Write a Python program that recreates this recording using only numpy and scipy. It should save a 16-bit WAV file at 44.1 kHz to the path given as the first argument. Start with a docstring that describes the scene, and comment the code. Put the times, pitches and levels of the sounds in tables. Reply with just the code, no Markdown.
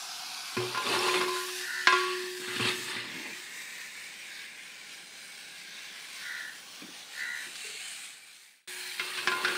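"""A yard with a fire: in a big metal pot, curry sizzles while an iron ladle knocks and scrapes.
Knocks are sums of decaying modes with noise bursts; scraping is flickering noise, chirps and modal ringing.
The sizzle is noise recoloured as the listener wanders round the pot; noise makes spits, footfalls and murmur.
A crow caws far off by shaped overtones, and a dove purrs once on a sine.
The sound fades almost to silence, then returns at once."""
import sys
import numpy as np
from scipy import signal
from scipy.fft import rfft, irfft, next_fast_len
from scipy.io import wavfile
from scipy.ndimage import uniform_filter1d, map_coordinates

SR = 44100
rng = np.random.default_rng(int(sys.argv[2]) if len(sys.argv) > 2 else 0)


def dump(signal):
    """Clip the signal to [-1, 1] and save it as 16-bit WAV at the path in sys.argv[1]."""
    limited = np.clip(np.atleast_2d(signal).T, -1, 1)
    pcm = np.round(limited * 32767).astype(np.int16)
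    wavfile.write(sys.argv[1], SR, pcm)


N = 422037

# ladle knocks: start_s, level_db, thud_db, lowest_mode_db, best_rung_pitch_hz, low_modes_db, damping (1 = free)
KNOCKS = [(0.567, -21, -31.5, -32.5, 1370, -5, 2.7), (0.746, -22, -51, -52, 1340, -1.5, 0.92),
          (0.773, -19, -59, -56, 1000, -8, 2.6), (0.864, -22, -40, -53, 1100, -7, 1.7),
          (0.948, -21.5, -42, -38, 1485, 1, 0.38), (1.038, -28, -55, -37, 1400, 14, 0.69),
          (1.079, -21, -59, -34.5, 980, -1, 2), (1.139, -20.5, -55, -34.5, 2150, -13, 1.1),
          (1.21, -20.5, -46, -34.5, 1390, 0, 1.1), (1.279, -24, -56, -37.5, 990, -3.5, 0.8),
          (1.36, -23, -64, -42, 1390, -5, 0.9), (1.871, -6, -60, -40, 1610, -5, 1.34),
          (1.924, -12, -59, -33.5, 1370, 0, 0.78), (1.954, -22, -59, -35.5, 1160, -6, 0.82),
          (2.098, -30, -63, -37.5, 2560, -18, 0.83), (2.474, -28.5, -45, -47, 1980, -24, 0.35),
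          (2.559, -23.5, -42, -58, 2900, -17, 2.8), (2.597, -23, -31, -58, 1130, -13, 1.9),
          (2.65, -21, -34, -43, 1960, -22, 2.6), (2.688, -29, -39.5, -42.5, 1980, -18, 2),
          (2.961, -27, -42, -57, 1980, -22.5, 0.67), (8.995, -17.5, -54.5, -50, 2170, -16, 2.5),
          (9.172, -21, -51, -71.5, 2600, -13, 1.3), (9.23, -32, -61.5, -70, 1500, -19, 1.2),
          (9.273, -10, -63, -38, 1610, -7, 1.03), (9.316, -18, -46.5, -44, 1470, -6, 0.85),
          (9.447, -13, -62, -38, 1470, -36, 1.2), (9.478, -18, -49, -46.5, 1510, -30, 0.95),
          (9.551, -21.5, -58, -61, 1500, -24, 0.98)]
# ringing modes of the pot: pitch_hz, level_db, free_t60_s
POT_MODES = [(692, -1, 0.16), (1032, 9, 0.43), (1090, -13.5, 0.52), (1119, 7.5, 0.47), (1410, 0.5, 0.31),
             (1500, -5, .25), (1567, -0.5, 0.11), (1640, 2, 0.22), (1820, -16.5, 0.16), (2030, -12, 0.24),
             (1978, -6.5, 0.39), (2137, -5.5, 0.5), (2317, 1, 0.12), (2440, -5.5, 0.44), (2560, -3.5, 0.38),
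             (2620, -13.5, 0.26), (2706, 0, .6), (2776, -12, 0.72), (2945, 1, 0.18), (3220, -7, 0.65),
             (3580, -2, 0.59), (3650, -10, .5), (3930, -23, 0.48), (4000, -22, 0.45), (4160, -3, 0.3),
             (4650, -23, 0.52), (5160, -31.5, .4), (5070, -19, .3)]
# loaded bottom of the pot, lowest mode first: pitch_hz, level_db, t60_s
BOTTOM_MODES = [(122.5, 0.5, 0.32), (235, 9, 0.042), (450.6, -5.5, 0.14)]
# ladle strokes, one list for each run of scraping: time_s, scrape_db, dull_rasp_db, low_grind_db
STROKES = [
    [(0.6, -41, -43, -55), (0.72, -48.5, -52, -67), (0.908, -30.5, -38.5, -45.5), (1.028, -30, -39, -51),
     (1.09, -30, -38, -53.5), (1.216, -31, -43.5, -45), (1.348, -64, -54, -64), (1.5, -39.5, -69, -67)],
    [(1.88, -36.5, -47, -77), (2.032, -35.5, -62, -63), (2.19, -41.5, -68, -64), (2.27, -45, -64, -59)],
    [(2.4, -44, -62, -49.5), (2.472, -40.5, -62, -59), (2.574, -35.5, -57, -50), (2.674, -26, -47, -67),
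     (2.792, -41, -66, -50), (2.928, -35.5, -55, -58.5), (3.124, -51, -63, -52.5),
     (3.288, -58.5, -55.5, -51.5), (3.4, -46.5, -77, -79)],
    [(9.0, -41.5, -55, -70), (9.196, -32, -58, -64), (9.294, -46, -47, -52), (9.438, -34.5, -43, -52),
     (9.57, -35.5, -47.5, -50)],
]
# spectrum of iron on the wall: frequency_hz, density_db (per Hz)
SCRAPE_SPECTRUM = [(240, -23), (400, 14), (519, -2.5), (749, 2), (809, 5), (1020, -2), (1240, -5),
                   (1450, -25), (1760, -10), (4350, -8.5), (5730, -27), (9210, -10), (15500, -52)]
# spectrum of the low grind through the wall: frequency_hz, density_db (per Hz)
GRIND_SPECTRUM = [(53, -54.5), (90, -33), (118, -15), (161, -11), (226, -5), (300, -5.5), (333, 0.5),
                  (364, -20), (407, -18), (460, -7.5), (511, -47), (620, -14), (810, -56), (1360, -120)]
# level of the sizzle as the listener moves: time_s, body_db, fizz_db
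SIZZLE_LEVELS = [(0.0, -45.5, -49.5), (0.55, -44, -50), (1.1, -41.5, -46.5), (1.6, -43, -47),
                 (2.0, -40.5, -53.5), (2.4, -46.5, -51), (2.85, -45, -47), (3.0, -42, -55.5),
                 (3.35, -45, -52.5), (3.78, -47.5, -53), (4.6, -50.5, -58), (5.2, -51, -55),
                 (5.8, -48, -57), (6.39, -48.5, -53), (6.57, -53, -56.5), (6.94, -50, -57.5),
                 (7.35, -49, -52.5), (7.91, -44, -47), (8.06, -44, -46.5), (8.2, -48.5, -54),
                 (8.45, -45.5, -47), (8.67, -49, -53.5), (8.68, -44.5, -46), (8.97, -42.5, -47.5)]
# colour of the sizzle at each listening place: time_s, list of (frequency_hz, density_db (per Hz))
SIZZLE_COLOURS = [(0.3, [(290, -51), (500, -36), (586, -55), (696, 3), (863, -2), (1510, 1), (1700, -8),
                  (1880, -7), (2010, -8), (2500, -2), (2840, -2), (4840, 3), (7780, -11.5), (9930, -10),
                  (15500, -24)]), (2.2, [(290, -46), (500, -21), (603, -55), (666, -45), (696, -26),
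                  (1030, -9), (1330, -22), (1770, 3.5), (2260, -15), (2610, -6), (3430, -7.5), (4440, -4.5),
                  (5670, -7.5), (8720, -7), (15500, -18)]), (3.6, [(290, -26), (500, -19), (781, -47),
                  (901, -17), (1030, -12), (1410, -18), (1470, -17), (1580, -13), (1820, 0.5),
                  (3380, -11.5), (3630, -8), (6270, -20), (8480, -20.5), (11000, -33.5), (15500, -29.5)]),
                  (5.2, [(290, -56), (500, -27), (803, -18), (914, -37), (1010, -8), (1240, -16), (1600, 3),
                  (2010, -3), (2290, 3.5), (2800, -1.5), (3960, -0.5), (7030, -17), (8720, -13.5),
                  (11300, -28), (15500, -27.5)]), (6.8, [(290, -34), (500, -15.5), (968, -11.5), (1100, -7),
                  (1370, -14), (1990, -7.5), (2390, -10.5), (2890, -4.5), (4020, -4.5), (5130, -6),
                  (6180, -4), (7670, -9), (9790, -6.5), (11500, -17), (15500, -11.5)]), (7.8, [(290, -60),
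                  (500, -26), (803, -10), (982, -27), (1120, -10), (1620, -9), (1770, -6), (2970, -2),
                  (3790, -6), (4130, -1), (5670, -12), (6270, -8), (8980, -4), (10400, -18),
                  (15500, -24.5)]), (8.8, [(290, -38), (500, -25), (577, -33), (648, -25), (716, -22),
                  (851, -14.5), (1240, -17.5), (1580, -6), (3100, -10), (4130, -6), (4840, -11.5),
                  (6930, -15), (8980, -9.5), (12000, -20), (15500, -17)])]
# resonances of the air in the pot's neck: centre_hz, width_hz, lift_db
NECK_RESONANCES = [(1630, 110, 4.5), (2313, 520, 5), (3800, 220, 1.5)]
# fat spits: start_s, level_db
SPITS = [(3.3034, -47), (3.3583, -51), (3.3942, -52), (3.4705, -48), (4.2234, -45), (5.1564, -47),
         (5.3198, -44), (7.5552, -34)]
# soft footfalls: start_s, level_db
FOOTFALLS = [(6.817, -40), (6.884, -47.5), (7.463, -49)]
# crow caws: start_s, length_s, level_db, lower_over_upper_beak_resonance_db
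CAWS = [(1.6, 0.2, -43.5, 3.5), (6.187, 0.28, -46, 0), (7.129, 0.24, -42.5, -5.5)]
# weak fixed resonances of the crow's beak: centre_hz, width_hz, level_db
BEAK_RESONANCES = [(960, 200, -24), (3900, 400, -16)]
# dove throbs: start_s, peak_db
PURR_THROBS = [(7.644, -46.5), (7.668, -52), (7.69, -49), (7.715, -58), (7.745, -49)]
# spectrum of the far murmur of fire and yard: frequency_hz, density_db (per Hz)
MURMUR_SPECTRUM = [(12, -44), (20, -14), (22, -24), (76, -28), (169, -7), (728, -11.5), (812, -5.5),
                   (905, -13.5), (1010, -10.5), (1230, -17.5), (1500, -3), (1950, -24), (3300, -120)]
# decay of the yard's echo: frequency_hz, t60_s
ECHO_DECAY = [(200, 1), (2000, 0.33), (10000, 0.18)]

# knocks: parts of a blow in dB relative to its level, decay times in s
CLANK_DB, CLANK_T60_S = -13.5, 0.053
CRACK_DB, CRACK_T60_S = -15, 0.091
SMACK_DB, SMACK_T60_S = -14, 0.032
SMACK_GROWS = 0.4  # dB more of deep smack for each dB of blow
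HIGH_DB, HIGH_DB_PER_OCTAVE = -13.5, 57  # high modes of a blow pitched at 1400 Hz; brighter blows ring them more
ATTACK_S, ATTACK_SOFTENS = 0.00035, 0.63  # rise of a -3 dB blow; lighter blows rise slower (dB of time per dB)
THUD_DEEPENS = 0.38  # heavier thuds stir the lowest bottom mode more (dB per dB)

# the pot's lowest mode
BELLY_HZ, BELLY_T60_S, BELLY_RISE_S = 365, 1.8, 0.013  # t60 at damping 1; time to rise to 95 %
BELLY_RUBBED_DB = -18  # what scraping feeds it
BELLY_STEADY_DB, BELLY_WAVERS = -40, 0.4  # below this level the hum dips, more for each dB it has sunk
REST_S, REST_DB = 3.54, -68  # the ladle comes to rest and stills the hum
RETURN_S, BELLY_RETURN_DB = 8.675, -55  # when full level returns, and the hum set there

HISS_DB, TREBLE_DB, CHIRP_DB = -6, -18.5, -10.5  # over the scrape level
RING_DB = -8  # the pot's modes under the scrape

# crow
CAW_PULSES_PER_S, RASP = 71, 0.17
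CAW_ATTACK_S, CAW_RELEASE_S, CAW_EDGE_DB, CAW_TIRES_DB_PER_S = 0.081, 0.1, -15.5, 23
BEAK_SHUT_HZ, BEAK_OPEN_HZ, BEAK_SAG_HZ_PER_S, LOWER_FADES_DB_PER_S = 1800, 1946, 600, 43

SCUFF_DB = -2  # grit under a footfall
FADE_S, BEFORE_RETURN_DB = 7.54, 2  # start of the linear fade; gain ahead of it
LOW_CUT_HZ, TOP_HZ = 93, 15650


def amp(db):
    """Decibel law: amplitude is ten to the power dB / 20."""
    return 10 ** (np.asarray(db) / 20)


def unit(x):
    """Normalisation to an rms of one."""
    return x / np.sqrt(np.mean(x ** 2) + 1e-20)


def along(points, hz):
    """Interpolation of (frequency, value) points on a logarithmic frequency axis."""
    f, v = np.transpose(points)
    return np.interp(np.log(hz + 1), np.log(f + 1), v)


def curves(tables, silent_db=None):
    """Linear interpolation of each column in time; given silent_db, the gaps between tables drop to it."""
    rows = []
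    for table in tables:
        if silent_db is None:
            rows += table
            continue
        silence = (silent_db,) * (len(table[0]) - 1)
        before = (table[0][0] - 0.02,) + silence
        after = (table[-1][0] + 0.05,) + silence
        rows += [before, *table, after]
    s, *columns = np.transpose(rows)
    return [np.interp(np.arange(N) / SR, s, column) for column in columns]


def wobble(rate):
    """Spline interpolation of random knots, rate of them a second, into a smooth curve."""
    knots = rng.standard_normal(int(N * rate / SR) + 4)
    return map_coordinates(knots, [np.arange(N) * rate / SR])


def filtered(x, response):
    """Linear filtering: the spectrum times a complex response of frequency."""
    m = next_fast_len(N + SR)
    return irfft(rfft(x, m) * response(np.fft.rfftfreq(m, 1 / SR)), m)[:N]


def highs_above(hz, edge_hz):
    """Smooth high-pass weight, one half at the edge."""
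    return 1 / (1 + (edge_hz / (hz + 1)) ** 8)


def resonances(modes):
    """Modal superposition: causal second-order (Hz, width, dB) resonances of alternating sign."""
    def response(f):
        total = 0
        for k, (centre, width, db) in enumerate(modes):
            damping = 1j * f * width
            total = total + (-1) ** k * amp(db) * damping / (centre * centre - f * f + damping)
        return total
    return response


def gritty(spiky_db, rate):
    """Amplitude modulation of noise: its level flickers fast, as many small bursts do."""
    return unit(rng.standard_normal(N) * amp(spiky_db * wobble(rate)))


def grains(count, pitch_hz, spread, cycles, spiky_db, times):
    """Granular superposition: short damped notes at random moments drawn from times, rms 1 there."""
    u, k = rng.random((count, 4)), np.arange(400)
    start = times[(u[:, :1] * len(times)).astype(int)]
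    cycles_per_sample = pitch_hz * np.exp(spread * (u[:, 1:2] + u[:, 2:3] - 1)) / SR
    size = amp(-spiky_db * np.log(u[:, 3:] + 0.0088))
    notes = size * np.exp(-k * cycles_per_sample / cycles) * np.sin(2 * np.pi * cycles_per_sample * k)
    out = np.bincount((start + k).ravel(), notes.ravel(), N + len(k))[:N]
    return out / np.sqrt(np.mean(out[times] ** 2))


def bandpass(low_hz, high_hz):
    """Second-order Butterworth band, as filter sections."""
    return signal.butter(2, [low_hz, high_hz], "bandpass", fs=SR, output="sos")


def puffs(events, low_hz, high_hz, t60):
    """Exponential decay of band-limited noise: one short burst for each event."""
    out, t = np.zeros(N + SR), np.arange(SR // 4) / SR
    for s, db in events:
        out[round(s * SR):][:len(t)] += amp(db - 60 * t / t60) * rng.standard_normal(len(t))
    bandwidth_gain = np.sqrt(SR / 2 / (high_hz - low_hz)) / 2
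    return signal.sosfilt(bandpass(low_hz, high_hz), out[:N]) * bandwidth_gain


def pot_ring(t, best_hz, low_db, damping):
    """Modal decay: a blow favours modes near its pitch; the chattering ladle roughens them."""
    hz, level_db, t60 = np.transpose(POT_MODES)[:, :, None]
    luck = rng.standard_normal((len(POT_MODES), 3))
    knots = rng.standard_normal((len(POT_MODES), 32))
    high_db = min(HIGH_DB + HIGH_DB_PER_OCTAVE * np.log2(best_hz / 1400), -5)
    favour_db = 9 * np.exp(-(np.log2(hz / best_hz) / 0.13) ** 2)
    favour_db = favour_db + np.where(hz < 1250, low_db, 0) + np.where(hz > 2600, high_db, 0)
    chatter = np.array([np.interp(t * 60, np.arange(32), row) for row in knots])
    waver_db = np.clip(1.5 * hz / 1000, 0, 5) * chatter  # higher modes flutter more
    scatter_db = 1.7 * luck[:, :1]
    gains = amp(level_db + favour_db + scatter_db + waver_db - 60 * t * damping / t60)
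    detuned_hz = hz * (1 + 0.00337 * luck[:, 1:2])
    ring = np.sum(gains * np.sin(2 * np.pi * detuned_hz * t + 3 * luck[:, 2:]), axis=0)
    return 0.66 * ring / np.max(np.abs(ring))


def knocks():
    """Impact excitation: each blow rings the pot, clanks near its own pitch, cracks, smacks and thuds."""
    out, t = np.zeros(N + SR), np.arange(SR // 2) / SR
    wide, deep = bandpass(1400, 5600), bandpass(120, 900)
    bottom = np.array([amp(db - 60 * t / t60) * np.sin(2 * np.pi * hz * t) for hz, db, t60 in BOTTOM_MODES])
    bottom = (1 - np.exp(-t / 0.0018)) * bottom
    for s, db, thud_db, _, best_hz, low_db, damping in KNOCKS:
        ring = pot_ring(t, best_hz, low_db, damping)
        narrow = bandpass(best_hz / 1.28, best_hz * 1.36)
        noise = rng.standard_normal((3, len(t)))
        clank = unit(signal.sosfilt(narrow, noise[0])) * amp(CLANK_DB - 60 * t / CLANK_T60_S)
        crack = unit(signal.sosfilt(wide, signal.sosfilt(wide, noise[1])))
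        crack = crack * amp(CRACK_DB - 60 * t / CRACK_T60_S)
        smack_db = SMACK_DB + SMACK_GROWS * (db - 6.5)
        smack = unit(signal.sosfilt(deep, noise[2])) * amp(smack_db - 60 * t / SMACK_T60_S)
        attack_s = ATTACK_S * amp(ATTACK_SOFTENS * (-3 - db))
        blow = (ring + clank + crack + smack) * (1 - np.exp(-t / attack_s))
        thud = bottom[1:].sum(0) + amp(THUD_DEEPENS * (thud_db + 21)) * bottom[0]
        out[round(s * SR):][:len(t)] += amp(db) * blow + amp(thud_db) * thud
    return out[:N]


def belly():
    """Free and driven vibration: each blow resets the lowest mode's swing, and scraping feeds it."""
    t = np.arange(N) / SR
    settings = [(0, -120, 1), (REST_S, REST_DB, 1), (RETURN_S, BELLY_RETURN_DB, 0.3)]
    settings += [(knock[0], knock[3], knock[6]) for knock in KNOCKS]
    s, db, damping = np.transpose(sorted(settings))
    last = np.searchsorted(s, t, "right") - 1
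    free_db = db[last] - 60 * (t - s[last]) * damping[last] / BELLY_T60_S
    sunk_db = np.clip(BELLY_STEADY_DB - free_db, 0, 15)
    struck = amp(free_db - BELLY_WAVERS * sunk_db * wobble(12) ** 2)
    rubbed = amp(curves(STROKES, -100)[0] + BELLY_RUBBED_DB + 4.1 * wobble(12))
    rise = np.exp(-t[:SR // 4] / BELLY_RISE_S * 3)
    swing = signal.fftconvolve(np.hypot(struck, rubbed), rise / rise.sum())[:N]
    return np.sqrt(2) * swing * np.sin(2 * np.pi * BELLY_HZ * t + 0.2 * wobble(6))


def strokes():
    """Friction excitation: grit under the ladle hisses, chirps, rings the modes and grinds low in the wall."""
    bright_db, dull_db, grind_db = curves(STROKES, -100)
    # the wall's countless small modes
    shell = rng.standard_normal(SR // 8) * amp(-60 * np.arange(SR // 8) / SR / 0.06)
    force = unit(signal.fftconvolve(gritty(2.2, 90), shell)[:N])

    def band(low_hz, high_hz):
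        def response(hz):
            edges = highs_above(hz, low_hz) * (1 - highs_above(hz, high_hz))
            return amp(along(SCRAPE_SPECTRUM, hz)) * edges
        return unit(filtered(force, response))

    rasp = amp(dull_db) * band(270, 1200)
    hiss = amp(bright_db + HISS_DB) * band(1260, 5300)
    treble = amp(bright_db + TREBLE_DB) * band(5300, 19000)
    scraping = np.flatnonzero(bright_db > -90)
    chirps = grains(count=3000, pitch_hz=2905, spread=0.8, cycles=19, spiky_db=6.5, times=scraping)
    modes = resonances([(hz, 1.7 / t60 + 9, db * 0.69) for hz, db, t60 in POT_MODES])
    push = force * (amp(dull_db) + 0.24 * amp(bright_db))
    ring = filtered(push, modes) / np.std(filtered(force, modes))
    grind = unit(filtered(gritty(2.5, 25), lambda hz: amp(along(GRIND_SPECTRUM, hz))))
    return rasp + hiss + treble + amp(bright_db + CHIRP_DB) * chirps + amp(RING_DB) * ring + amp(grind_db) * grind


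def sizzle():
    """Bubble noise through a resonator: steam bursts in the fat, coloured by the neck and listening place."""
    body_db, fizz_db = curves([SIZZLE_LEVELS])
    bubbles = gritty(0.8, 300) * amp(0.9 * wobble(12))
    hz, t, z = signal.stft(bubbles, SR, nperseg=1024)
    shapes_db = np.array([along(points, hz) for s, points in SIZZLE_COLOURS])
    shapes_db += sum(db / (1 + ((hz - c) / w * 2) ** 2) for c, w, db in NECK_RESONANCES)
    place = np.interp(t, [s for s, points in SIZZLE_COLOURS], np.arange(len(SIZZLE_COLOURS)))
    colour = amp(map_coordinates(shapes_db, np.meshgrid(place, np.arange(len(hz))), order=1))

    def field(wide, long):
        """Random patches, smoothed over wide bins and long frames."""
        across = uniform_filter1d(rng.standard_normal(z.shape), wide, 0)
        return unit(uniform_filter1d(across, long, 1))

    def levelled(part, db):
        """Set each frame of a spectral part to its level."""
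        frame = np.minimum(N - 1, (t * SR).astype(int))
        return part / np.sqrt(np.sum(part ** 2, axis=0) / len(hz)) * amp(db[frame])

    # broad patches, and the hollow pot's fine ripple
    drift_db = 1.1 * field(wide=12, long=8) + 2.2 * field(wide=2, long=14)
    high = highs_above(hz, 5500)[:, None]
    gain = levelled(colour * (1 - high), body_db) + levelled(colour * high, fizz_db)
    return signal.istft(z * gain * amp(drift_db), SR, nperseg=1024)[1][:N]


def fat_spits():
    """Impulsive release: each spit of fat is a short burst of mid-to-high noise."""
    return puffs(SPITS, 1690, 5400, 0.082)


def footfalls():
    """Soft impact: a low burst of noise for the foot, a higher one for the grit under it."""
    return puffs(FOOTFALLS, 183, 360, 0.22) + amp(SCUFF_DB) * puffs(FOOTFALLS, 1500, 3000, 0.1)


def crow():
    """Source and filter: overtones of slow throat pulses, shaped by beak resonances and roughened by rasp."""
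    voice, jitter, rasp = np.zeros(N), wobble(30), wobble(110)
    overtone = np.arange(10, 62)[:, None]

    def peak(centre_hz, half_width_hz):
        return 1 / (1 + ((overtone * CAW_PULSES_PER_S - centre_hz) / half_width_hz) ** 4)

    for s, length, db, lower_db in CAWS:
        t = np.arange(round((length + CAW_RELEASE_S) * SR)) / SR
        span = slice(round(s * SR), round(s * SR) + len(t))
        opened = np.clip(t / CAW_ATTACK_S, 0, 1)
        held = np.maximum(t - CAW_ATTACK_S, 0)
        edge = np.maximum(1 - opened, (t - length) / CAW_RELEASE_S)
        upper_hz = BEAK_SHUT_HZ + (BEAK_OPEN_HZ - BEAK_SHUT_HZ) * opened - BEAK_SAG_HZ_PER_S * held
        upper = peak(upper_hz, 150)
        lower = amp(lower_db - LOWER_FADES_DB_PER_S * held) * peak(1497, 110)
        fixed_peaks = sum(amp(g) * peak(c, w / 2) for c, w, g in BEAK_RESONANCES)
        pulses = np.cumsum(CAW_PULSES_PER_S * (1 + 0.01175 * jitter[span])) / SR
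        waves = np.cos(2 * np.pi * overtone * pulses + 0.16 * overtone ** 2)
        call = unit(np.sum((upper + lower + fixed_peaks) * waves, axis=0))
        voice[span] = amp(db - CAW_TIRES_DB_PER_S * held + CAW_EDGE_DB * edge) * call
    return voice * (1 + RASP * rasp)


def dove():
    """Amplitude modulation: one low note swells in a few soft throbs."""
    t = np.arange(N) / SR
    swell = sum(amp(db) * np.exp(-((t - s - 0.008) / 0.0068) ** 2) for s, db in PURR_THROBS)
    return swell * np.sin(2 * np.pi * 425 * t)


def yard_murmur():
    """Spectral shaping of noise: the far murmur of fire and yard, gently wavering."""
    murmur = unit(filtered(rng.standard_normal(N), lambda hz: amp(along(MURMUR_SPECTRUM, hz))))
    return amp(-61.5 + 0.5 * wobble(4.6)) * murmur


def walls(x):
    """Diffuse reverberation: each frequency of the yard's answer dies at its own speed."""
    hz, t, z = signal.stft(rng.standard_normal(SR // 2), SR, nperseg=256)
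    tail = signal.istft(z * amp(-60 * t / along(ECHO_DECAY, hz)[:, None]), SR, nperseg=256)[1]
    delayed = np.pad(x, (700, 0))  # 16 ms
    return signal.fftconvolve(delayed, tail / np.linalg.norm(tail))[:N]


def scene():
    """Superposition: the sources add, and the yard answers the knocks and caws."""
    blows, caws = knocks(), crow()
    pot = blows + belly() + strokes() + sizzle() + fat_spits()
    echo = walls(amp(-17) * blows + amp(3.0) * caws)
    return (pot + footfalls() + caws + dove() + yard_murmur() + echo)[None]


def record(dry):
    """Band limitation: a microphone drops deep bass and adds noise; then the fade, return and treble limit."""
    high_pass = signal.butter(10, LOW_CUT_HZ, "highpass", fs=SR, output="sos")
    own_noise = unit(filtered(rng.standard_normal(N), lambda hz: 1 / (1 + (hz / 40) ** 2)))
    heard = signal.sosfilt(high_pass, dry[0]) + amp(-86) * own_noise
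    t = np.arange(N) / SR
    fade = np.clip((RETURN_S + 0.009 - t) / (RETURN_S - FADE_S), 0, 1)
    gain = np.where(t < RETURN_S, amp(BEFORE_RETURN_DB) * fade, 1)
    return filtered(heard * gain, lambda hz: hz < TOP_HZ)[None]


dry = scene()
out = record(dry)
dump(out)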